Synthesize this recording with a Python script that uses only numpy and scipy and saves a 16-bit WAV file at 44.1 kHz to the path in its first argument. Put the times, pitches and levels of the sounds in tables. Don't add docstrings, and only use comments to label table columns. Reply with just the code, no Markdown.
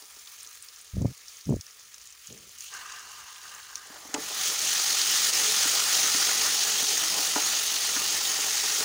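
import sys
import numpy as np
from scipy import signal
from scipy.io import wavfile
from scipy.ndimage import uniform_filter1d

SR = 44100
rng = np.random.default_rng(int(sys.argv[2]) if len(sys.argv) > 2 else 0)


def gain_from_db(level_db):
    decades = np.asarray(level_db, float) / 20
    return 10 ** decades


def to_wav(sig):
    pcm = np.clip(np.atleast_2d(sig), -1, 1) * 32767
    pcm = np.round(pcm).astype(np.int16)
    wavfile.write(sys.argv[1], SR, pcm.T)


N = 389844
T = np.arange(N) / SR

STIR_S = (3.8, 4.1)
# (frequency [Hz], density [dB per Hz])
SIZZLE_SPECTRUM = [(1300, -28), (2200, -12), (2980, -4), (3600, -4.5), (4600, -2), (5600, -1.5),
                   (6250, -0.05), (6600, 2.5), (6850, -3), (7500, -7.5), (8200, -8.5), (10700, -15.5),
                   (16000, -61)]


def evened(x):
    return x / np.sqrt(np.mean(x ** 2) + 1e-20)


def add(mix, s, sound):
    part = mix[round(s * SR):][:len(sound)]
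    part += sound[:len(part)]


def together(*gains):
    return np.sqrt(sum(gain ** 2 for gain in gains))


def bandpass(x, low_hz, high_hz, order=2):
    sos = signal.butter(order, [low_hz, high_hz], "band", fs=SR, output="sos")
    return signal.sosfilt(sos, x)


def coloured(x, points, size=4096):
    hz, db = np.transpose(points)
    bins_hz = np.fft.rfftfreq(size, 1 / SR)
    half_db = np.interp(np.log(bins_hz + 1), np.log(hz + 1), db, -70, -70)
    log_gain = np.log(gain_from_db(np.r_[half_db, half_db[-2:0:-1]]))
    taps = np.fft.ifft(np.exp(np.conj(signal.hilbert(log_gain)))).real
    return evened(signal.oaconvolve(x, taps)[:len(x)])


def drift(hz):
    lowpass = signal.butter(2, hz, fs=SR, output="sos")
    return evened(signal.sosfilt(lowpass, rng.standard_normal(N)))


def crackle(per_s, spread_db, hiss, flicker_db):
    size = gain_from_db(spread_db * np.minimum(rng.exponential(1, N), 5)) * rng.choice([-1., 1.], N)
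    bursts = evened(size * (rng.random(N) < per_s / SR))
    return gain_from_db(flicker_db) * (bursts + hiss * rng.standard_normal(N)) / np.sqrt(1 + hiss ** 2)


def wok(x, lowest_hz, highest_hz, favoured_hz=None):
    # (frequency [Hz], level [dB], time to fall 60 dB [s])
    wall_modes = [(272, -1, .035), (305, -4, .06), (435, -7, .11), (590, -4, .09), (765, -6, .1),
                  (856, -4, .1), (985, -3, .05), (1235, -8, .1), (1440, -2, .06), (1610, -11, .1),
                  (1810, -6, .045), (2030, -4, .03), (2110, -9, .06), (2780, -12, .07)]
    t = np.arange(6000) / SR
    ring = np.zeros(len(t))
    sign = 1
    for hz, db, t60 in wall_modes:
        if lowest_hz < hz < highest_hz:
            if favoured_hz is not None:
                db = db - 16 * abs(np.log2(hz / favoured_hz))
            ring += sign * gain_from_db(db - 60 * t / t60) * np.sin(2 * np.pi * hz * t)
            sign = -sign
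    return signal.oaconvolve(x, ring)[:len(x)]


def push_db():
    # (time [s], push [dB], length [s])
    spatula_strokes = [(3.93, 8.5, 0.11), (4.176, 10, 0.06), (4.7, 1, 0.096), (5.35, 0.5, 0.069),
                       (5.428, 5.5, 0.051), (5.66, 0, 0.11), (5.8, -0.5, 0.055), (6.16, 5.5, 1),
                       (6.85, 1, 0.31), (7.167, 5.5, 0.11), (7.46, 4, 0.086), (8.012, 6, 0.024),
                       (8.16, 3.5, 0.66), (8.83, 9, 0.035)]
    return sum(db * np.exp(-((T - s) / length) ** 2) for s, db, length in spatula_strokes)


def levels():
    # (time [s], sizzle level [dB])
    boil_curve = [(0.0, -52), (0.15, -53), (0.4, -51), (1.0, -54.5), (1.26, -53.5), (1.32, -50.5),
                  (1.47, -54.5), (4.13, -50.5), (4.215, -38), (4.27, -37), (4.477, -28), (4.575, -31.5),
                  (4.705, -27.5), (5.28, -25), (6.2, -25.5), (7.45, -28.5), (7.8, -28.5), (8.84, -28)]
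    # (time [s], sizzle level [dB])
    fizz_curve = [(2.578, -53), (2.62, -49), (2.71, -48), (2.728, -45.5), (2.79, -48.5), (2.9, -47.5),
                  (3.25, -54), (3.5, -52.5), (4.13, -55.5)]
    boil_db, push = np.interp(T, *np.transpose(boil_curve)), push_db()

    def follow(full_db, share):
        return gain_from_db(full_db + share * (boil_db + 27))

    landing_s = fizz_curve[0][0]
    landed = T > landing_s
    fizz = landed * gain_from_db(np.interp(T, *np.transpose(fizz_curve)))
    foam = fizz * np.interp(T, (2.7, 2.735), [0, 1])
    splash = landed * gain_from_db(-51.5 - 45 * (T - landing_s))
    settling_spray = gain_from_db(3 * np.clip(1 - T / 0.95, 0, 1))
    settling_rumble = gain_from_db(-62 - 99 * T)
    scrape = follow(-50, 0.31) * gain_from_db(push) * np.interp(T, STIR_S, [0, 1])

    sizzle = together(gain_from_db(boil_db), fizz)
    bubbling = together(follow(-41.5, 0.77) * gain_from_db(0.32 * push), foam * gain_from_db(1))
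    spray = together(follow(-35.5, 0.84) * settling_spray, fizz * gain_from_db(-16), splash)
    rumble = together(follow(-52, 0.83), foam * gain_from_db(-19), settling_rumble, scrape)
    return sizzle, bubbling, spray, rumble


def frying():
    # (frequency [Hz], density [dB per Hz])
    simmer_spectrum = [(500, -66), (850, -32), (1050, -3), (1220, 5), (1540, 2.5), (1820, 4), (2600, 2.5),
                       (3380, -39)]
    bubble_spectrum = [(470, -11), (800, -4.5), (1110, 2), (1220, 5.5), (1540, 4), (1820, 7), (2600, 0),
                       (3380, -51), (5720, -120)]
    paste_spectrum = [(410, -48), (700, -15.5), (743, -9.5), (943, -6), (1030, 0), (1120, -4.5), (1220, 3),
                      (1370, -5.5), (1580, 0), (1860, -4.5), (2510, -15), (2700, -7.5), (2860, -4),
                      (3400, -25), (4420, -46), (7480, -120)]
    spray_spectrum = [(4350, -52), (7400, 0.5), (8020, -16), (8880, -2), (9870, -3), (13500, -12),
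                      (14900, -2), (15200, 2), (15900, -8)]
    scrape_spectrum = [(71, -40), (120, -5.5), (264, 0), (387, -1.5), (431, 4), (514, 1), (1000, 3.5),
                       (1300, 1.5), (2200, -120)]
    still_spectrum = [(88, -52), (150, -22), (334, -10.5), (428, -3), (636, -10), (716, -5.5), (1000, -10),
                      (1300, -25.5), (2200, -120)]
    lump_s = [2.62, 2.73, 3.8, 4.14]

    boil_db = np.interp(T, STIR_S, [1.0, 0.25]) * drift(12.0) + 0.47 * drift(57)
    busy = np.interp(T, STIR_S, [0.55, 1])
    fine = crackle(2500, 2.1, 1.7 * busy, boil_db + 0.5 * drift(35) + 0.083 * drift(9.2))
    large = crackle(900, 2.24, 1.36, 0.68 * boil_db + 1.17 * drift(28) + 0.5 * drift(9.3))
    drag = crackle(400, 3.1, 2.05, 0.5 * boil_db + 0.74 * drift(8.1))
    droplets = crackle(1500, 2.9, 1.5 * busy, 0.62 * boil_db + 1.03 * drift(40))
    mist = 0.24 * fine + 1.24 * droplets

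    hollow = evened(bandpass(large, 2740, 3180))
    cupped = gain_from_db(-13.5) * hollow * np.interp(T, (2.05, 2.2, 3.7, 3.9), [0, 1, 1, 0])
    sizzle = coloured(fine, SIZZLE_SPECTRUM) + cupped

    body = np.where(T < lump_s[1], coloured(large, simmer_spectrum), coloured(large, bubble_spectrum))
    foam = body + 0.22 * evened(wok(large, 900, 2400))
    paste_ring = wok(large, 1100, 1300) + 1.2 * wok(large, 1500, 1700)
    paste = coloured(large, paste_spectrum) + 0.3 * evened(paste_ring)
    lump = np.interp(T, lump_s, [0, 1, 1, 0])
    bubbling = lump * paste + (1 - lump) * foam

    spray = coloured(mist, spray_spectrum)

    stirred = np.clip(np.maximum((T - 3.8) / 0.11, 1 - T / 0.27), 0, 1)
    rumble = stirred * coloured(drag, scrape_spectrum) + (1 - stirred) * coloured(drag, still_spectrum)
    rumble = rumble + 0.5 * stirred * evened(wok(drag, 0, 900))

    layers = [(sizzle, 0.59), (bubbling, 0.96), (spray, 0.4), (rumble, 0.25)]
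    return sum(evened(x) * gain_from_db(db) * gain for (x, db), gain in zip(layers, levels()))


def patchy(x):
    # (frequency [Hz], spread [dB])
    unevenness = [(300, 2), (1500, 1.4), (3500, 1.2), (8000, 1)]
    hz, _, z = signal.stft(x, SR, nperseg=512)
    field = uniform_filter1d(rng.standard_normal(z.shape), size=6, axis=0)
    field = evened(uniform_filter1d(field, size=9, axis=1))
    spread_db = np.interp(hz, *np.transpose(unevenness))
    return signal.istft(z * gain_from_db(spread_db[:, None] * field), SR, nperseg=512)[1][:N]


def kitchen():
    # (frequency [Hz], density [dB per Hz])
    room_spectrum = [(12, -44), (20, -35), (43, -1), (65, 5.5), (113, -1.5), (205, -13), (220, -2),
                     (290, -57), (480, -120)]
    shake_spectrum = [(12, -49), (20, -31), (60, -3.5), (146, -12.5), (220, -2), (290, -35), (480, -120)]
    noise = rng.standard_normal(N)
    shaken = np.clip((T - 4.1) / 0.14, 0, 1)
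    resting_db = -77 + 4.5 * np.clip((T - 2.25) / 0.06, 0, 1)
    shaking_db = -67.5 + 0.51 * push_db()
    db = (1 - shaken) * resting_db + shaken * shaking_db
    rumble = (1 - shaken) * coloured(noise, room_spectrum) + shaken * coloured(noise, shake_spectrum)
    return rumble * gain_from_db(db + 2 * drift(5))


def skid():
    t, bounces = np.arange(900) / SR, np.zeros(1500)
    bounces[[20, 200, 335]] = [1, 0.8, 0.35]
    grit = coloured(rng.standard_normal(900), SIZZLE_SPECTRUM) * gain_from_db(-60 * t / 0.013)
    return bounces, signal.oaconvolve(bounces, grit)[:1500]


def knock(db, clank_db, low_hz, high_hz):
    bounces, scratch = (np.pad(x, (0, 4500)) for x in skid())
    t = np.arange(6000) / SR
    blow = bandpass(bounces * (t < 0.003), 190, 5000)
    low = wok(blow, 0, 700, low_hz)
    high = wok(blow, 700, 3000, high_hz)
    low, high = (0.71 * ring / ring[:500].std() for ring in (low, high))
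    tick = bandpass(bounces, 500, 1700)
    clank = high + 1.9 * tick / tick.max()
    return gain_from_db(db) * (low + gain_from_db(clank_db) * clank + gain_from_db(-8) * scratch)


def pop(db, hz):
    t = np.arange(1500) / SR
    noise = rng.standard_normal(len(t))
    splash = evened(bandpass(noise, 0.89 * hz, min(1.1 * hz, 15000), order=1))
    splash = splash * np.minimum(t / 0.002, 1) ** 2
    ping = np.sin(2 * np.pi * hz * t) * np.exp(-((t - 0.002) / 0.00035) ** 2)
    return gain_from_db(db) * (0.9 * ping + 0.43 * splash * gain_from_db(-60 * t / 0.028))


def small_pops():
    per_s = 30
    slots = np.arange(0, STIR_S[1], 1 / per_s)
    late, size, pitch = rng.random((len(slots), 3)).T
    db = -47.5 + 10.0 * (size - 0.5)
    hz = 6300 * (0.65 + 0.8 * pitch)
    return list(zip(slots + late / per_s, db, hz))


def eddy(db, edge_db, lump_db, lump_hz):
    t = np.arange(-600, 600) / SR
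    turn = rng.uniform(0, 2 * np.pi, size=3)
    lump = np.exp(-(t * lump_hz / 0.59) ** 2) * np.cos(2 * np.pi * lump_hz * t + turn[0])
    body = np.exp(-(t / 0.0014) ** 2) * np.cos(2 * np.pi * 430 * t + turn[1])
    edge = np.exp(-(t / 0.00099) ** 2) * np.cos(2 * np.pi * 800 * t + turn[2])
    return gain_from_db(db + 2.0) * (gain_from_db(lump_db) * lump + body + gain_from_db(edge_db + 1.5) * edge)


def gusts():
    # (time [s], air level [dB], turbulence over air [dB], air speed [1 = usual])
    packet_gusts = [
        [(0.928, -36, -24, 0.74), (.96, -34.5, -24, 0.71), (1.0, -29, -9, 1), (1.02, -27, -16, 1),
         (1.062, -25, -13, 1.07), (1.075, -38, -17, .9), (1.116, -43, -12, 1.1), (1.14, -66, -12, 0.77)],
        [(1.452, -45, -31, .9), (1.5, -27, -10, 1.2), (1.526, -24, -4, 1.32), (1.56, -33, -22, .8),
         (1.62, -54, -33, 0.67)],
        [(2.28, -54, -12, 1.4), (2.3, -48, 4, 1.42), (2.39, -63.5, 7, 1.75), (2.52, -71, 4, 1.2)],
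    ]
    # (time [s], peak [dB], bright edge [dB rel], low lump [dB rel], lump pitch [Hz])
    sharp_eddies = [(0.942, -49, -20, 21, 100), (0.9695, -32, -24, 4, 200), (0.983, -41, -23, 18, 150),
                    (1.0171, -31, -15, 10, 150), (1.025, -34, -11, 6, 250), (1.048, -25, -22, 2, 200),
                    (1.056, -26.5, -8, 7.5, 200), (1.082, -43, -14, 10, 140), (1.095, -48, -20, 9, 200),
                    (1.115, -53, -10, 9, 200), (1.473, -54, -15, 19, 190), (1.484, -45, -22, 6, 220),
                    (1.494, -27, -12, 5, 242), (1.507, -27, -17, 6, 190), (1.525, -27.5, -5.5, 3, 210),
                    (1.541, -22.5, -27, 4.5, 188), (1.567, -34, -26, 1, 260), (1.59, -57, -18, 10, 170)]
    # (frequency [Hz], density [dB per Hz])
    air_spectrum = [(15, -38), (30, -24), (55, -10.5), (115, 4), (167, -6.5), (230, -14), (303, -20.5),
                    (350, -23), (460, -34), (770, -120)]
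    swirl_spectrum = [(150, -34), (250, -32), (297, 3), (411, 9), (503, 4.5), (620, -1.5), (1600, -36),
                      (2080, -100), (3520, -120)]
    air = coloured(gain_from_db(1.5 * drift(45)) * rng.standard_normal(N), air_spectrum)
    swirl = coloured(gain_from_db(3 * drift(45)) * rng.standard_normal(N), swirl_spectrum)
    air = air / np.sqrt(abs(uniform_filter1d(air ** 2, 900)) + 0.1)
    out = np.zeros(N)
    for rows in packet_gusts:
        s, air_db, swirl_db, speed = np.transpose(rows)
        span = slice(round(s[0] * SR), round(s[-1] * SR))
        t = T[span]
        place = span.start + np.cumsum(np.interp(t, s, speed))
        push = evened(np.interp(place, np.arange(N), air))
        blow = push + 0.44 * evened(swirl[span]) * gain_from_db(np.interp(t, s, swirl_db))
        fade = signal.windows.tukey(len(blow), 0.18)
        add(out, s[0], blow * gain_from_db(np.interp(t, s, air_db)) * fade)
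    for s, *kink in sharp_eddies:
        add(out, s - 600 / SR, eddy(*kink))
    return out


def scene():
    # (time [s], peak [dB], clank [dB rel], favoured low mode [Hz], favoured high mode [Hz])
    spatula_blows = [(0.02, -58, -8, 380, 790), (0.165, -60.5, -10, 377, 800), (0.458, -64, -12, 380, 800),
                     (3.901, -50, -6, 280, 1220), (3.959, -51, 3, 590, 1220), (4.05, -49, -3, 288, 864),
                     (4.09, -51, -8, 275, 864), (4.1405, -29.5, -11, 298, 2030),
                     (4.141, -45.5, 9, 590, 1440), (4.147, -43, 7, 600, 856), (4.161, -38, 1, 400, 850),
                     (4.179, -34.5, -10, 297, 830), (4.307, -45, -8, 426, 1230), (4.455, -51, 4, 430, 2110),
                     (4.634, -51, 0, 590, 1200), (4.929, -44, -7, 590, 1400), (5.481, -47, -5, 420, 1230),
                     (5.653, -38, 1, 302, 1190), (6.145, -36, 1, 270, 1800), (6.29, -50.5, 17, 430, 1660),
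                     (6.446, -41, -2, 560, 1450), (6.825, -40, 2, 270, 1580), (6.91, -48, 8, 440, 2190),
                     (7.186, -40.5, -9, 296, 1680), (7.3589, -28.5, 1.5, 295, 1050),
                     (7.3639, -39, -0.5, 433, 1300), (7.379, -39, 7, 430, 750), (7.382, -46, 6, 300, 1235),
                     (7.42, -42, 3, 430, 1400), (7.533, -44, 0, 584, 1230), (7.963, -37, 5, 267, 1820),
                     (8.386, -41, -8, 450, 1000), (8.636, -43.5, 1, 435, 1000),
                     (8.805, -38.5, -2, 390, 1420)]
    # (time [s], peak [dB], pitch [Hz])
    clear_pops = [(0.0227, -38, 5020), (0.055, -38, 6500), (0.1925, -33, 6660), (0.2584, -37, 6700),
                  (0.2735, -33, 3780), (0.388, -37, 6600), (0.3934, -35, 6140), (0.4034, -34, 6420),
                  (0.408, -32, 5600), (0.4307, -32, 9150), (0.447, -35, 4000), (0.4644, -34, 6270),
                  (0.473, -32, 6170), (0.5434, -41, 6520), (0.624, -27, 8500), (0.6858, -29, 4960),
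                  (0.7607, -37, 5690), (0.8126, -35, 9410), (0.8779, -42, 4690), (1.0191, -33, 6500),
                  (1.1767, -33, 6300), (1.282, -26.5, 5700), (1.2944, -33, 4720), (1.3693, -32, 6310),
                  (1.4102, -35, 5030), (1.4546, -34, 5990), (1.4975, -35, 7330), (1.56, -34, 6600),
                  (1.6093, -23.5, 5800), (1.6656, -32, 5610), (1.708, -35, 6320), (1.7953, -38.5, 6660),
                  (1.943, -30, 6160), (1.9809, -31, 5760), (2.0143, -32, 6100), (2.0552, -34, 6510),
                  (2.072, -30.5, 6500), (2.1036, -36, 7450), (2.1246, -33, 6230), (2.2707, -28, 6580),
                  (2.301, -36, 3100), (2.3251, -31, 6640), (2.376, -34, 5980), (2.4927, -36, 6460),
                  (2.5845, -29, 6600), (2.6065, -24.5, 6600), (2.7386, -26, 6700), (2.8634, -33, 6300),
                   (2.9223, -32, 6640), (2.9941, -31, 6730), (3.1168, -29, 6500), (2.921, -38, 4170),
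                   (3.36, -37, 3000), (3.5486, -30, 6840), (3.63, -34, 4100), (3.756, -31, 4340),
                   (3.7554, -20, 5830), (3.7783, -30, 6140), (3.8706, -31, 7400), (4.142, -16, 6670),
                   (4.1455, -21, 2950), (4.226, -33, 6550), (4.4366, -19, 6140), (4.4574, -23, 6450),
                   (4.5904, -15, 6270), (4.6157, -13, 6640), (4.6564, -29, 5970), (4.9326, -25, 6350),
                   (5.0157, -12, 4790), (5.5114, -14, 6900), (5.5894, -16, 6300), (5.6156, -12, 6400),
                   (5.9294, -15, 6000), (6.1667, -36, 6630), (6.3217, -20, 6570), (6.5474, -29, 5640),
                   (6.978, -14, 6360), (7.6394, -23, 6660), (7.9653, -15, 6050), (8.2995, -23, 5900)]
    mix = patchy(frying()) + kitchen() + gusts()
    for s, *blow in spatula_blows:
        add(mix, s, knock(*blow))
    _, scratch = skid()
    add(mix, 4.1408, gain_from_db(-19.5) * scratch)
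    for s, *drop in clear_pops + small_pops():
        add(mix, max(s - 0.001, 0), pop(*drop))
    return mix[None]


def roll_off(x):
    return signal.sosfilt(signal.butter(12, 17070, fs=SR, output="sos"), x)


def record(dry):
    start, end = 5.304, 5.326
    dip_db = -5.5 * np.interp(T, [start, start + 0.0022, end, end + 0.0051], [0, 1, 1, 0])
    throb_hz = 48000 / 1024
    throb_db = 1.03 * np.cos(2 * np.pi * throb_hz * T + 0.32)
    limit = signal.firwin(2047, 15830, window=("kaiser", 11), fs=SR)
    limited = signal.oaconvolve(dry * gain_from_db(throb_db + dip_db), limit[None], "same")
    return roll_off(limited)


dry = scene()
out = record(dry)
to_wav(out)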